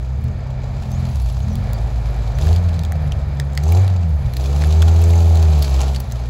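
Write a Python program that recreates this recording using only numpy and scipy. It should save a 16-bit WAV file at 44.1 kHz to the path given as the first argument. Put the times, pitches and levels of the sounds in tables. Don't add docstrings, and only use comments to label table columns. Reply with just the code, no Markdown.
import sys
import numpy as np
from scipy import signal
from scipy.fft import rfft, irfft
from scipy.io import wavfile
from scipy.ndimage import uniform_filter1d

SR = 44100
rng = np.random.default_rng(int(sys.argv[2]) if len(sys.argv) > 2 else 0)


def invert_db(x):
    u = np.asarray(x, float) / 20
    return 10 ** u


def persist_wave(psi):
    counts = np.round(np.clip(psi, -1, 1) * 32767).astype(np.int16)
    wavfile.write(sys.argv[1], SR, np.atleast_2d(counts).T)


N = 277461


def curve(table):
    s, *columns = np.transpose(table)
    return [np.interp(np.arange(N) / SR, s, c) for c in columns]


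def colour_db(points, hz):
    f, db = np.transpose(points)
    return np.interp(np.log(hz + 1), np.log(f), db, left=-90, right=-90)


def shape(x, points):
    gain = invert_db(colour_db(points, np.fft.rfftfreq(len(x), 1 / SR)))
    y = irfft(rfft(x) * gain, len(x))
    return y / np.sqrt(np.mean(y ** 2))


def walk(rate):
    k = int(SR / rate)
    held = np.repeat(rng.standard_normal(N // k + 1), k)
    return 1.44 * uniform_filter1d(uniform_filter1d(held, k), k)[:N]


def tone(angle, db):
    return np.sqrt(2) * invert_db(db) * np.cos(angle)


def upper_orders(angle, hz, db, pipe, orders, wobble_db, wobble_rad):
    out = 0
    for k in orders:
        flutter = wobble_db * np.sqrt(k) * walk(16)
        blur = rng.uniform(0, 2 * np.pi) + wobble_rad * k * walk(30)
        out = out + tone(k * angle + blur, db + colour_db(pipe, k * hz) + flutter)
    return out


# (down [s], up [s])
PEDAL_PRESSES = [
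    (2.34, 2.51),
    (3.57, 3.78),
    (4.31, 5.9),
]


def throttle():
    t = np.arange(N) / SR
    press_s, lift_s = 0.097, 0.1
    opening = 0
    for down, up in PEDAL_PRESSES:
        opening = opening + np.clip((t - down) / press_s, 0, 1) * np.clip(1 - (t - up) / lift_s, 0, 1)
    return opening


# (time [s], firing rate [Hz], exhaust level with the throttle shut [dB])
LEAD_REVS = [(0, 64.12, -29.5), (2.35, 63.47, -28), (2.49, 80.7, -16.5), (2.6, 88.06, -12.5),
             (2.8, 79.96, -19), (2.95, 78.1, -19), (3.15, 69.55, -21), (3.59, 69.07, -22.5),
             (3.82, 96.56, -13.5), (3.95, 91.27, -13), (4.3, 60.2, -24), (4.55, 72.47, -20.5),
             (4.83, 81.44, -14), (5.17, 84.16, -14), (5.47, 79.7, -15.5), (5.74, 65.33, -18.5),
             (5.9, 68.16, -20.5), (6.1, 59.5, -22)]


def lead_motion():
    hz, shut_db = curve(LEAD_REVS)
    return uniform_filter1d(hz, SR // 14, mode="nearest"), shut_db


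# (time [s], firing order [dB], second order [dB])
WHEEL_JOLTS = [(2.6, -3, 1.5), (2.87, 0.5, -21), (3.15, -0.5, -7), (3.6, 0, 5.5), (3.71, 3, 0.5),
               (4.14, 6, -5), (4.28, -1, 6), (5.52, 1, 1), (5.67, -6.5, -6), (5.77, 1.5, -1),
               (6.06, -9, -0.5)]


def jolts():
    t = np.arange(N) / SR
    jolt_s = 0.037
    return sum(np.outer(db, np.exp(-((t - s) / jolt_s) ** 2)) for s, *db in WHEEL_JOLTS)


# (frequency [Hz], level [dB])
LEAD_TAILPIPE = [(110, -26.5), (128, -28), (140, -24.5), (152, -24), (165, -29), (178, -32.5), (195, -42)]
# (multiple of the firing order, level under it [dB])
UNEVEN_ORDERS = [(0.499, -38), (.75, -32), (1.25, -22.5), (1.5, -31.5), (1.748, -29), (2.25, -37),
                 (2.499, -46)]
# (frequency [Hz], level [dB])
LEAD_PIPE = [(150, 2), (250, -11), (330, -7), (415, -1.5), (500, -11), (620, -13), (800, -9), (1000, -26)]


def lead_car(hz, first_db, bark_db, pedal, octave_db):
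    angle = 2 * np.pi * np.cumsum(hz) / SR
    note = tone(angle - 1.7, first_db + 0.5 * walk(25))
    lumpy_db = 1.5 * (1.3 - pedal) * walk(21.98)
    note += tone(2 * angle - 2.0, colour_db(LEAD_TAILPIPE, 2 * hz) + lumpy_db + octave_db)
    side_db = -13.5 + 0.12 * (first_db + 21.5) - 0.3 * (bark_db + 39.5)
    for order, db in UNEVEN_ORDERS:
        drift = 0.5 * walk(6)
        note += tone(order * angle + drift, side_db + db + 2.8 * walk(9.8))
    bark = upper_orders(angle, hz, bark_db, LEAD_PIPE, range(3, 12), wobble_db=0.7, wobble_rad=0.05)
    return note + bark, angle


# (time [s], firing rate [Hz], exhaust level [dB], load [dB])
CHASE_REVS = [(0, 28.18, 4.5, -26.5), (.29, 40.56, 1.5, 0), (.41, 46.2, -7, -11), (.73, 48.37, -6.5, -6.5),
              (.87, 40.91, -2, -3.5), (1.05, 43.6, -3, 4), (1.26, 27.85, 11.5, -22.5),
              (1.37, 29.72, 4.5, -12), (1.5, 41.34, -2, 4.5), (1.7, 53.83, -4.5, -4), (1.9, 56.11, -1, -14),
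              (2.4, 51.98, -1, -12.5), (2.92, 45.6, -14, -2.5), (3.15, 50.6, -3, -8), (3.8, 33, -23, -14),
              (4.17, 34.92, -6, -13), (4.27, 44.93, 8, -8.5), (4.36, 33.97, -20, -10.5)]


def chase_motion():
    return curve(CHASE_REVS)


# (frequency [Hz], level [dB])
CHASE_MUFFLER = [(25, -58), (36, -48), (43, -28.5), (56, -15.5), (85, -22.5), (100, -18), (128, -22.5),
                 (175, -31)]
# (level [dB], share of the load [ratio])
STRONG_ORDERS = [
    (-1.5, .01),
    (-0.5, 0.57),
    (-3.5, 0.98),
]
# (frequency [Hz], level [dB])
CHASE_SILENCER = [(100, 16), (165, -3.5), (205, 1.5), (240, -3), (275, -28)]


def chase_car(hz, level_db, load_db):
    angle = 2 * np.pi * np.cumsum(hz) / SR
    start_rad = (-2.2, -0.6, -2.1)
    note = 0
    for k, (db, share) in enumerate(STRONG_ORDERS):
        order_db = level_db + colour_db(CHASE_MUFFLER, (k + 1) * hz) + db + share * load_db
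        note = note + tone((k + 1) * angle + start_rad[k], order_db + 0.5 * walk(20))
    upper_db = -34 + 0.88 * load_db + 0.13 * level_db
    upper = upper_orders(angle, hz, upper_db, CHASE_SILENCER, range(4, 9), wobble_db=0.7, wobble_rad=0.04)
    return note + upper, angle


def roar_level(lead_hz, chase_hz, pedal, load_db):
    t = np.arange(N) / SR
    lurch = np.exp(-((t - 5.82) / 0.072) ** 2)
    lead_db = -47 + 0.18 * (lead_hz - 63.7)
    lead_db = lead_db + 3.5 * uniform_filter1d(pedal, SR // 4) + 6.5 * lurch
    chase_db = -46.5 + 0.36 * (chase_hz - 31.2) + 0.14 * load_db
    nearing_db = 0.5 * t
    return 10 * np.log10(invert_db(lead_db) ** 2 + invert_db(chase_db) ** 2) + nearing_db


# (frequency [Hz], level [dB])
ROAR_OUTLINE = [(40, 8), (110, 6), (190, -1.5), (290, -8.5), (420, -7.5), (560, -3.5), (780, -4.5),
                (1000, -12.5), (1500, -26), (2100, -35), (3000, -36)]


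def roar(lead_angle, chase_angle, db):
    lead = (1 + 0.16 * np.cos(lead_angle)) * rng.standard_normal(N)
    chase = 0.31 * (1 + 1.5 * np.cos(chase_angle)) * rng.standard_normal(N)
    return shape(lead + chase, ROAR_OUTLINE) * invert_db(db + 6.0 + 0.33 * walk(16))


# (frequency [Hz], level [dB])
FAN_SHROUD = [(1100, -2), (1350, 1.5), (1550, -3.5), (1750, 0.5), (2050, -5), (2350, 0.5), (2650, -12),
              (4200, -11), (5200, -13)]
# (frequency [Hz], level [dB])
INTAKE_HISS = [(5500, -48), (5950, 7), (7000, 4.5), (7800, -2), (8700, -25)]


def air(roar_db, bark_db, angle):
    fan = shape(rng.standard_normal(N), FAN_SHROUD) * invert_db(-50 + 1.05 * (roar_db + 42.0) + walk(14))
    turn = angle / (4 * np.pi) % 1
    tick = 1.6 * np.exp(-turn / 0.14) * invert_db(3 * walk(30))
    gulps = rng.standard_normal(N) * (0.45 + tick)
    return fan + shape(gulps, INTAKE_HISS) * invert_db(-50.5 + bark_db + 35.5)


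# (multiple of the ring, level [dB])
STICK_MODES = [
    (1.001, 4),
    (1.9, -18.5),
    (2.7, -24),
]
# (time [s], peak [dB], ring [Hz], treble over the peak [dB], length [ms])
TWIG_SNAPS = [(0.24, -37.5, 2820, 8, 0.8), (1.1997, -29, 4530, -5, 0.64), (1.5544, -27.5, 4430, 3.5, 0.89),
              (1.732, -26, 4240, 7, 1), (2.4892, -22.5, 3350, -26, 0.58), (2.529, -22.5, 4614, -19, 0.44),
              (2.5485, -30, 4900, -20, 0.62), (2.5618, -19.5, 4670, -15, 0.27),
              (2.6921, -28, 3490, -21, 0.22), (2.7413, -29, 3900, -24, 0.77), (2.7621, -33, 4250, -16, 0.6),
              (2.7921, -20.5, 3770, -5, 0.79), (2.815, -34, 4120, -21, 0.87), (2.835, -24, 3840, -5, 0.69),
              (2.85, -20.5, 4570, -12, 0.37), (3.878, -23, 3980, -31, 0.92), (4.336, -24.5, 4073, -2, 1),
              (4.441, -21.5, 3660, -23, 0.4), (4.464, -28, 4600, -21, 0.73), (4.6455, -23, 3470, -11, 0.65),
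              (4.7122, -24.5, 4040, -22, 0.72), (5.4265, -21.5, 4076, -3, 0.8), (6.2661, -45, 2982, -31, 1)]
DRY_STALKS = [(0.9167, -30.5, 6200, 0, 0.83), (1.1566, -28.5, 6244, -9, 0.97),
              (3.5324, -36, 7360, -1, 0.59), (3.5516, -27, 7520, -7, 0.47), (2.4132, -23.5, 6190, -21, 0.8),
              (5.0394, -17, 6140, -20, 0.57), (5.8153, -12.5, 5980, -28, 0.36)]
MORE_BREAKS = [(0.324, -41, 1500, -30, .9), (1.479, -34, 1500, -30, .9), (1.958, -32, 1520, -24, 0.87),
               (2.386, -24.5, 1810, -2, 0.68), (2.4694, -21.5, 1740, -10, 1),
               (2.9215, -17.5, 1900, 0, 0.23), (3.416, -39, 1870, -10, 0.71), (3.568, -35, 2000, -15, 0.81),
               (3.3987, -13, 1786, -34, 0.5), (3.575, -13, 2040, -17, 0.7), (4.612, -25, 1940, -21, 0.62),
               (4.6213, -20, 1810, -46, 0.42), (4.638, -18.5, 1770, -21, 0.64),
               (4.8249, -15, 1420, -22, 0.91), (5.1355, -22, 2450, -32, 0.96),
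               (0.834, -31, 2820, -22, 0.93), (1.4035, -29, 2904, -15, 0.8), (3.1206, -18, 3040, -40, 0.9),
               (3.5752, -14.5, 4240, -9, 0.6)]
TEARING_BRANCHES = [(3.635, -27, 6150, -2, 2.4), (3.721, -23.5, 2330, 7.5, 2.3), (4.367, -19, 4210, -4, 2),
                    (4.7247, -20.5, 4010, -23, 1.65), (4.8204, -14.5, 3470, -8, 1.7),
                    (5.016, -27, 2620, 6, 1.8), (5.0906, -36, 2416, 9, 2.5), (5.354, -25, 4024, 1, 2.05),
                    (5.6227, -17, 4470, 4.5, 4.4), (5.6425, -19.5, 4440, -22, 7.4),
                    (5.9462, -22.5, 3567, -23, 4.6), (5.9605, -17.5, 4580, -24, 2.5),
                    (6.001, -27, 4884, 9, 2.9), (6.112, -31, 3980, -6, 2), (6.1207, -24, 6240, -2, 1.6)]


def snaps():
    size = 2048
    out, t = np.zeros(N + size), np.arange(size) / SR
    wide = signal.butter(2, [1300, 7200], "bandpass", fs=SR, output="sos")
    high = signal.butter(2, 10000, "highpass", fs=SR, output="sos")
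    for s, db, hz, top_db, ms in TWIG_SNAPS + DRY_STALKS + MORE_BREAKS + TEARING_BRANCHES:
        splinter, crack, hiss = rng.standard_normal((3, size))
        decay = np.exp(-1000 * t / max(ms, 0.2) / 1.6)
        fall = (1 - np.exp(-t / 0.00029)) ** 2 * decay
        fall = fall / fall.max()
        ring = 0
        for k, mode_db in STICK_MODES:
            if k * hz < 8000 or k == 1:
                push = (4.0 * splinter + np.sin(2 * np.pi * k * hz * t)) * fall
                mode = signal.iirpeak(k * hz, 2.8 * k, fs=SR)
                ring = ring + invert_db(mode_db) * signal.lfilter(*mode, push)
        burst = signal.sosfilt(wide, crack * fall)
        spit = signal.sosfilt(high, hiss * fall ** 2)
        body = ring / np.abs(ring).max() + 0.57 * burst / np.abs(burst).max()
        i = int(s * SR)
        out[i:i + size] += invert_db(db - 1.5) * (body + invert_db(top_db + 0.5) * spit / np.abs(spit).max())
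    return out[:N]


# (time [s], level [dB])
BRUSH_THICKNESS = [(0, -52), (.5, -54.5), (.9, -46), (1.3, -45.5), (1.5, -46.5), (2.2, -46.5), (2.65, -45),
                   (2.9, -51), (3.5, -51.5), (3.87, -46), (4.25, -51), (4.6, -46), (5.68, -46),
                   (5.82, -43.5), (5.95, -46.5), (6.29, -46.5)]


def brush_level(pedal):
    return curve(BRUSH_THICKNESS)[0] + 8 * pedal


def crackle(rate, spread_db, bed_db, smear_s):
    sizes = (rng.random(N) < rate / SR) * invert_db(spread_db * np.minimum(rng.exponential(size=N), 4))
    envelope = signal.lfilter([1], [1, -np.exp(-1 / (smear_s * SR))], sizes)
    return rng.standard_normal(N) * (envelope / np.sqrt(np.mean(envelope ** 2)) + invert_db(bed_db))


# (frequency [Hz], level [dB])
STEM_OUTLINE = [(600, 17), (1200, 6), (2050, -10.5), (2400, 2), (2900, 0.5), (4100, 3.5), (5500, -0.5),
                (6300, -1), (7800, -4.5), (9000, -27)]
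# (frequency [Hz], level [dB])
LEAF_OUTLINE = [(7000, -36), (9300, -15), (11000, -3.5), (12500, -12.5), (14800, -14), (16500, -11)]


def brush(db, leaves_db):
    breaks = crackle(rate=280.0, spread_db=7.5, bed_db=4.0, smear_s=0.0027)
    rustle = crackle(rate=110.0, spread_db=6.5, bed_db=1.0, smear_s=0.0015)
    stems = shape(breaks, STEM_OUTLINE) * invert_db(db + 1.5 + 0.22 * walk(17))
    leaves = shape(0.93 * breaks + rustle, LEAF_OUTLINE) * invert_db(leaves_db + 2.0 + 1.2 * walk(6.8))
    return stems + leaves


# (time [s], length [s], start [Hz], end [Hz], level [dB])
PAINT_SQUEAKS = [
    (0.908, 0.042, 6200, 6430, -47),
    (0.94, .05, 6740, 6900, -51),
    (1.04, 0.084, 4600, 4550, -57),
    (1.192, 0.097, 4500, 4570, -53),
    (1.418, .03, 6560, 6560, -51),
    (1.494, 0.055, 6100, 5700, -48),
    (1.732, 0.035, 4900, 4500, -48),
    (2.342, 0.026, 5935, 6160, -52),
]


def squeaks(blur_hz):
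    out = np.zeros(N)
    for s, length, hz0, hz1, db in PAINT_SQUEAKS:
        u = np.arange(int(length * SR)) / (length * SR)
        angle = 2 * np.pi * length * (hz0 * u + (hz1 - hz0) * u ** 2 / 2)
        i = int(s * SR)
        out[i:i + len(u)] += np.sin(np.pi * u) * tone(angle, db)
    return out * walk(blur_hz)


def trunks(x, t60_s, wet_db):
    t = np.arange(int(0.5 * SR)) / SR
    dull = signal.lfilter([1], [1, -0.6], rng.standard_normal(len(t)))
    tail = dull * np.exp(-np.log(1000) * t / t60_s) * (t > 0.006)
    return x + invert_db(wet_db) * signal.fftconvolve(x, tail / np.sqrt(np.sum(tail ** 2)))[:N]


def scene():
    pedal = throttle()
    jolt_db, octave_db = jolts()
    lead_hz, shut_db = lead_motion()
    chase_hz, level_db, load_db = chase_motion()
    bark_db = -51.5 + pedal * (10.5 + 0.41 * (lead_hz - 62))
    first_db = shut_db + 5 * pedal + jolt_db
    lead, lead_angle = lead_car(lead_hz, first_db, bark_db, pedal, octave_db)
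    chase, chase_angle = chase_car(chase_hz, level_db, load_db)
    roar_db = roar_level(lead_hz, chase_hz, pedal, load_db)
    engines = lead + chase + roar(lead_angle, chase_angle, roar_db) + air(roar_db, bark_db, lead_angle)
    brush_db = brush_level(pedal)
    leaves_db = -53 + 1.06 * (brush_db + 38)
    wood = brush(brush_db, leaves_db) + snaps() + squeaks(blur_hz=630)
    return (engines + trunks(wood, t60_s=0.06, wet_db=-16.0))[None]


def band_limit(x):
    return signal.sosfilt(signal.butter(12, 16820, fs=SR, output="sos"), x)


# (low [Hz], high [Hz])
TREBLE_NOTCHES = [
    (8700, 9250),
    (12900, 13750),
]


def record(dry):
    for low_hz, high_hz in TREBLE_NOTCHES:
        notch = signal.butter(4, [low_hz, high_hz], "bandstop", fs=SR, output="sos")
        dry = signal.sosfilt(notch, dry)
    dry = dry - 0.18 * signal.lfilter(*signal.iirpeak(5550, 6.0, fs=SR), dry)
    mix = signal.sosfilt(signal.ellip(8, 0.2, 30, 15750, fs=SR, output="sos"), dry)
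    return band_limit(mix)


dry = scene()
out = record(dry)
persist_wave(out)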